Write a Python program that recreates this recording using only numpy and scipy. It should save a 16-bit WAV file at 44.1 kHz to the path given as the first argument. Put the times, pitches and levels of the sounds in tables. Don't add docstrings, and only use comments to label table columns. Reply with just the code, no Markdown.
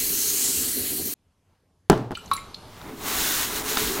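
import sys
import numpy as np
from scipy import signal
from scipy.fft import rfft, irfft, next_fast_len
from scipy.io import wavfile
from scipy.ndimage import uniform_filter1d, map_coordinates

SR = 44100
rng = np.random.default_rng(int(sys.argv[2]) if len(sys.argv) > 2 else 0)


def waveform_to_disk(signal):
    frames = np.transpose(np.atleast_2d(signal))
    scaled = np.clip(frames, -1, 1) * 32767
    samples = np.round(scaled).astype(np.int16)
    wavfile.write(sys.argv[1], SR, samples)


N = 176400
T = np.arange(N) / SR
AGE = T[:SR]


def amp(db):
    return 10 ** (np.asarray(db) / 20)


def unit(x):
    return x / np.sqrt(np.mean(x ** 2) + 1e-20)


def along(points, hz):
    freqs, values = np.transpose(points)
    return np.interp(np.log(hz + 1), np.log(freqs + 1), values)


def curves(rows):
    times, *columns = np.transpose(rows)
    return [np.interp(T, times, column) for column in columns]


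def wobble(rate):
    return map_coordinates(rng.standard_normal(int(N * rate / SR) + 4), [T * rate])


def fade(t60, t=AGE):
    return np.exp(-np.log(1000) * t / np.maximum(t60, 1e-4))


def attack(seconds):
    return 1 - np.exp(-AGE / seconds)


def swell(peak_s, spread_s):
    return np.exp(-.5 * ((T - peak_s) / spread_s) ** 2)


def add(track, start_s, sound):
    part = track[round(start_s * SR):][:len(sound)]
    part += sound[:len(part)]


def filtered(x, response):
    size = next_fast_len(N + SR // 2)
    return irfft(rfft(x, size) * response(np.fft.rfftfreq(size, 1 / SR)), size)[..., :N]


def rush(spectrum, patchy_db=0):
    bins = signal.stft(rng.standard_normal(N), nperseg=512)[2]
    patches = uniform_filter1d(rng.standard_normal(bins.shape), size=9, axis=0)
    patches = uniform_filter1d(patches, size=14, axis=1)
    noise = signal.istft(bins * amp(patchy_db * unit(patches)), nperseg=512)[1][:N]
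    return unit(filtered(noise, lambda hz: amp(along(spectrum, hz))))


def narrow(hz, width_hz):
    band = filtered(rng.standard_normal(N), lambda f: 1 / (1 + (f / width_hz) ** 2))
    return unit(band * np.sin(2 * np.pi * np.cumsum(hz * np.ones(N)) / SR))


# time in seconds, relative hiss level in dB, relative smear level in dB.
PALM_STROKES = [(2.7, -44.5, -41.5), (2.89, -47.5, -39.5), (2.96, -50, -51.5), (3.08, -28.5, -34.5),
                (3.232, -24.5, -36), (3.434, -25, -37.5), (3.464, -29.5, -44.5), (3.506, -32.5, -37),
                (3.576, -28, -38.5), (3.63, -37, -38), (3.698, -26.5, -38), (3.764, -30, -37),
                (3.774, -28.5, -26), (3.782, -25, -35), (3.956, -30, -39.5), (4.0, -33.5, -29.5)]
# time in seconds, drone level in dB.
PALM_DRAG = [(2.15, -81), (2.84, -60), (2.885, -36), (2.97, -41), (3.1, -41), (3.21, -38.5), (3.4, -40),
             (3.62, -41), (3.72, -40), (3.85, -35.5), (3.94, -37.5), (4, -31)]
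# frequency in Hz, relative level in dB.
SLIP_EQ = [(600, -35.5), (1500, 2.5), (2300, -3), (3700, 0.5), (5000, -3), (6700, 0), (9000, -2.5),
           (12000, -2), (16000, -3.5)]
SMEAR_EQ = [(100, -16), (500, -3.5), (800, 2), (1150, 2.5), (1600, -8.5), (2100, -1.5), (3000, -20.5),
            (8000, -37)]


def palms():
    slip_db, smear_db = curves(PALM_STROKES)
    slip = amp(slip_db + 1) * rush(SLIP_EQ, patchy_db=-0.1) * amp(1.34 * wobble(1500))
    smear = amp(smear_db + 0.5) * rush(SMEAR_EQ, patchy_db=1) * amp(0.71 * wobble(180))
    rumble_gain = amp(smear_db - 11.5 + 3 * wobble(9))
    rumble = rumble_gain * rush([(20, 6.5), (45, -2), (70, -3.5), (130, -27.5), (500, -62.5)])
    touch = np.interp(T, [2.65, 3.05], [0, 1])
    return touch * (pan_echoes(slip + smear) + rumble) + drone(PALM_DRAG) + groan()


# time in seconds, relative hiss level in dB.
SPONGE_WIPE = [(0.0, -25.5), (0.024, -27.5), (0.342, -29), (0.418, -29), (0.534, -31), (0.632, -28.5),
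               (0.786, -30), (0.846, -29.5), (1.034, -32), (1.066, -31), (1.13, -33.5)]
# time in seconds, resonance in Hz, relative level in dB.
FILM_SQUEEZE = [(0, 6400, -40), (.12, 6200, -37), (.23, 6300, -28.5), (.33, 6700, -30), (.46, 7300, -26.5),
                (.58, 7700, -31), (.72, 8200, -35), (.78, 8300, -54), (1.13, 8800, -45.5)]
# time in seconds, relative drone level in dB.
SPONGE_DRAG = [(0.0, -42), (0.028, -42), (0.428, -45), (0.496, -39.5), (0.528, -42), (0.678, -39.5),
               (0.73, -48.5), (0.776, -34.5), (0.848, -41.5), (0.902, -44), (0.918, -35), (0.978, -44),
               (1.0, -35.5), (1.044, -42.5), (1.066, -36), (1.13, -45)]
# frequency in Hz, relative level in dB.
HISS_EQ = [(100, -10), (500, -23.5), (1100, -17), (2000, -11.5), (2900, -8.5), (3600, -11), (4350, -2),
           (5000, -11.5), (6000, -5.5), (8000, -5), (12500, 0), (16000, -4.5)]
FIZZ_EQ = [(400, -24), (1100, -10), (2000, -9.5), (3100, -3), (5500, 2), (9300, 5), (11000, -7.5),
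           (16000, -16.5)]


def sponge():
    hiss_db, = curves(SPONGE_WIPE)
    hz, squeeze_db = curves(FILM_SQUEEZE)
    width_hz = .08 * hz.mean()
    sing = narrow(hz, width_hz) + amp(-9) * narrow(1.27 * hz, width_hz)
    film = amp(squeeze_db) * (amp(-1.5) * sing + amp(-0.5) * rush(FIZZ_EQ, patchy_db=1.0))
    hiss = amp(hiss_db + 3.5) * rush(HISS_EQ, patchy_db=2.0)
    return pan_echoes(hiss + film) * amp(0.38 * wobble(72.6)) + amp(1.5) * drone(SPONGE_DRAG)


# start in seconds, gain in dB, crack level within
# the blow in dB, corner in Hz above which the ring is dulled.
BLOWS = [(1.899, 1, -2.5, 5000), (1.92, -15.5, -8, 900), (1.929, -9, -31.5, 600), (1.977, -30, -1, 900),
         (2.1087, -23, -16, 1200), (2.117, -19, -12, 400), (2.123, -25, -18, 700)]
# pitch in Hz, relative level in dB, t60 in seconds.
THUD_MODES = [(63.4, -26, 0.16), (197, -12, 0.051), (281, -11.5, 0.1), (367, -22.5, 0.23),
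              (402, -3.5, 0.054), (435, -25, 0.37), (632, -18, 0.15), (793, 2, 0.013), (1010, -27, .04),
              (1280, -40, 0.12), (1370, -4.5, 0.018), (1740, -29, 0.074)]
# frequency in Hz, relative level in dB.
CRACK_EQ = [(200, 9.5), (1400, 1.5), (2500, -15), (6000, -7.5), (11000, -11.5), (16000, -26)]
SPLAT_EQ = [(40, -16), (110, -6), (200, 4.5), (400, -1), (520, -11), (900, -7), (1500, -11), (2300, -32),
            (3000, -19), (5000, -33), (16000, -54)]
WASH_EQ = [(50, -3), (100, -8), (160, 8.5), (420, 4.5), (530, -1.5), (800, 0), (1300, -8.5), (2200, -20.5),
           (4000, -23.5), (8000, -35.5), (16000, -43)]


def lump():
    out = np.zeros(N)
    for start, db, crack_db, corner_hz in BLOWS:
        ring = -sum(amp(mode_db) / np.hypot(1, hz / corner_hz) * fade(t60) * np.sin(2 * np.pi * hz * AGE)
                    for hz, mode_db, t60 in THUD_MODES)
        crack = amp(crack_db) * fade(t60=.011) * rush(CRACK_EQ)[:SR]
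        splat = amp(-12) * fade(t60=.09) * rush(SPLAT_EQ)[:SR]
        wash = amp(-19.5) * fade(t60=.45) * rush(WASH_EQ)[:SR]
        add(out, start, amp(db) * (ring + crack + splat + wash) * attack(.00006))
    return out


def boom():
    rest_hz, sag_hz, sag_s = 116.4, 32, 0.061
    hz = rest_hz + sag_hz * np.exp(-AGE / sag_s)
    envelope = amp(-26 + 4 * wobble(54)[:SR]) * fade(t60=1.0) * attack(.015)
    out = np.zeros(N)
    add(out, BLOWS[0][0], envelope * np.sin(2 * np.pi * np.cumsum(hz) / SR))
    return out


# start in seconds, starting pitch in Hz, level in dB,
# t60 in seconds, rise as a share of the pitch.
DROPS = [(2.1506, 2910, -24.5, 0.033, 0.053), (2.152, 3790, -25, 0.022, 0.21),
         (2.172, 1317, -28, 0.04, 0.076), (2.172, 7560, -31, 0.021, 0.11), (2.183, 3070, -42, 0.028, 0.162),
         (2.2585, 5670, -36, 0.022, 0.21), (2.2775, 4120, -40, .025, .06), (2.314, 1098, -12.5, 0.079, .01),
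         (2.3136, 1296, -14.5, 0.025, .03), (2.3136, 2180, -23.5, 0.015, .1),
         (2.314, 3440, -21.5, 0.037, 0.26), (2.3308, 3790, -26.5, 0.071, 0.054),
         (2.334, 8470, -19, 0.012, 0.094), (2.3364, 10030, -14, 0.013, 0.12), (2.365, 4300, -29, 0.02, .1),
         (2.3653, 6670, -24, 0.017, 0.18), (2.3752, 2057, -28.5, 0.046, .05),
         (2.5438, 4140, -24, 0.028, 0.045)]


def water():
    rise_s, flutter, small_bubble_hz = .005, .03, 2980
    out = np.zeros(N)
    for start, hz, db, t60, rise in DROPS:
        smallness = min(hz / small_bubble_hz, 1)
        glide = 1 + rise * attack(rise_s) + flutter * smallness * wobble(1470)[:SR]
        bubble = np.sin(2 * np.pi * hz * np.cumsum(glide) / SR)
        spray = amp(-7) * smallness * narrow(hz * (1 + rise / 2), width_hz=0.26 * hz)[:SR]
        tick = amp(-9) * rng.standard_normal(SR) * fade(t60=0.0049)
        add(out, start, amp(db) * ((bubble + spray) * fade(t60) + tick) * attack(0.00097))
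    return room(out, wet_db=-8.5)


# start in seconds, relative level in dB.
AIR_POPS = [(2.8147, -32.5), (3.7713, -7.5)]
# pitch in Hz, relative level in dB, t60 in seconds.
POCKET_MODES = [(1320, -4.5, .012), (3670, -3.5, .009), (4860, -9, 0.0095)]


def pops():
    out = np.zeros(N)
    ring = sum(amp(db) * fade(t60) * np.sin(2 * np.pi * hz * AGE) for hz, db, t60 in POCKET_MODES)
    for start, db in AIR_POPS:
        snap = amp(-8) * fade(t60=0.0091) * rush([(200, -4), (600, -1), (5000, -3), (8000, -18)])[:SR]
        add(out, start, amp(db + 5.5) * (ring + snap) * attack(0.0011))
    return out


# pitch in Hz, bandwidth in Hz, relative level in dB.
BODY_MODES = [(82.4, 16, -9.5), (165, 37.5, -9), (252.8, 31, -1), (324.5, 26.6, -0.5), (388.4, 28.5, -0.5),
              (430.6, 28.6, 0.5), (578, 39, -10.5), (748, 17, -3)]


def drone(drag):
    def body(f):
        modes = sum((-1) ** k * amp(db) * 1j * f * width / (hz * hz - f * f + 1j * f * width)
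                    for k, (hz, width, db) in enumerate(BODY_MODES))
        return modes / (1 + (f / 600) ** 4)
    drone_db, = curves(drag)
    return amp(drone_db) * unit(filtered(rng.standard_normal(N), body))


# time in seconds, groan gain in dB.
PALM_PRESSURE = [(2.9, -60), (3.1, -44), (3.3, -45), (3.64, -53), (3.72, -36), (3.81, -43), (3.89, -33),
                 (4, -39)]
# pitch in Hz, relative level in dB.
GROAN_NOTES = [(382, -2.5), (430, -3)]


def groan():
    groan_db, = curves(PALM_PRESSURE)
    return amp(groan_db) * sum(amp(db) * narrow(hz, width_hz=11.3) for hz, db in GROAN_NOTES)


# peak time in seconds, pitch in Hz, level in dB.
WHEEL_BUMPS = [(.585, 80, -40), (0.811, 84, -40), (1.038, 87, -43), (3.19, 49, -39), (3.872, 51.7, -33)]


def bumps():
    return sum(amp(db) * swell(peak, spread_s=0.023) * np.sin(2 * np.pi * hz * (T - peak))
               for peak, hz, db in WHEEL_BUMPS)


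# peak time in seconds, spread in seconds, level in dB.
LIFTS = [(1.29, 0.042, -80), (1.536, 0.056, -71.5)]
# frequency in Hz, relative level in dB.
RUSTLE_EQ = [(200, -0.5), (1000, 5), (3000, -9), (8000, -23), (16000, -25)]


def lifting():
    envelope = sum(amp(db) * swell(peak, spread) for peak, spread, db in LIFTS)
    return envelope * rush(RUSTLE_EQ, patchy_db=2.5)


def pan_echoes(x):
    count, span_s, gain = 8, .012, 0.098
    echoes = rng.random((count, 2))
    def comb(f):
        reflections = sum(np.sign(polarity - .5) * np.exp(-2j * np.pi * f * delay * span_s)
                          for delay, polarity in echoes)
        return 1 + gain * reflections * f / (f + 700)
    return filtered(x, comb) / np.sqrt(1 + count * gain ** 2)


# frequency in Hz, t60 in seconds.
ROOM_DECAY = [(100, .6), (1200, .4), (4200, .4), (7000, .24), (14000, .17)]
# frequency in Hz, gain in dB.
REVERB_EQ = [(60, -7.5), (900, -6.5), (2500, 4), (4200, -3), (7000, -0.5), (12000, 6)]


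def room(x, wet_db):
    hz, t, bins = signal.stft(rng.standard_normal(SR), SR, nperseg=256)
    decay = fade(along(ROOM_DECAY, hz)[:, None], t)
    tail = signal.istft(bins * decay, SR, nperseg=256)[1][:SR]
    tail = tail * np.clip(AGE / 0.004, 0, 1)
    wet = signal.fftconvolve(x, tail / np.linalg.norm(tail))[:N]
    return x + amp(wet_db) * filtered(wet, lambda hz: amp(along(REVERB_EQ, hz)))


# frequency in Hz, relative level in dB.
QUIET_EQ = [(15, -33.5), (25, -8.5), (53, -12), (91, 2), (118, -7), (367, -17.5), (1060, -22), (1270, -28),
            (12000, -38), (15600, -70), (22000, -120)]
RUNNING_EQ = [(25, 3), (85, 4), (200, 1.5), (400, -7.5), (900, -6.5), (2000, -20), (4000, -17), (8000, -27),
              (12500, -26.5), (16000, -76)]
# frequency in Hz, side over mid in dB.
BED_WIDTH = [(100, -46.5), (500, -32), (2000, -26.5), (6000, -10), (16000, -1)]


def background(spectrum):
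    side = filtered(rush(spectrum), lambda hz: amp(along(BED_WIDTH, hz)))
    return np.array([rush(spectrum, patchy_db=2.0), side])


def centred(x):
    return np.array([x, np.zeros(N)])


def cut(at_s):
    return np.clip((T - at_s) / .003 + .5, 0, 1)


def scene():
    knocks = bumps()
    wiping = centred(sponge() + knocks)
    stopped = centred(lump() + boom() + lifting())
    stopped += amp(-67 + 0.4 * wobble(5.6)) * background(QUIET_EQ)
    turning = centred(water() + pops() + palms() + knocks) + amp(-44.5) * background(RUNNING_EQ)
    first_cut, second_cut = cut(at_s=1.139), cut(at_s=2.141)
    mid, side = (1 - first_cut) * wiping + first_cut * (1 - second_cut) * stopped + second_cut * turning
    return np.array([mid + side, mid - side])


def record(dry):
    top_hz = 15900
    clipped = dry / (1 + dry ** 8) ** (1 / 8)
    return filtered(clipped, lambda hz: 1 / np.sqrt(1 + (hz / top_hz) ** 240))


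dry = scene()
out = record(dry)
waveform_to_disk(out)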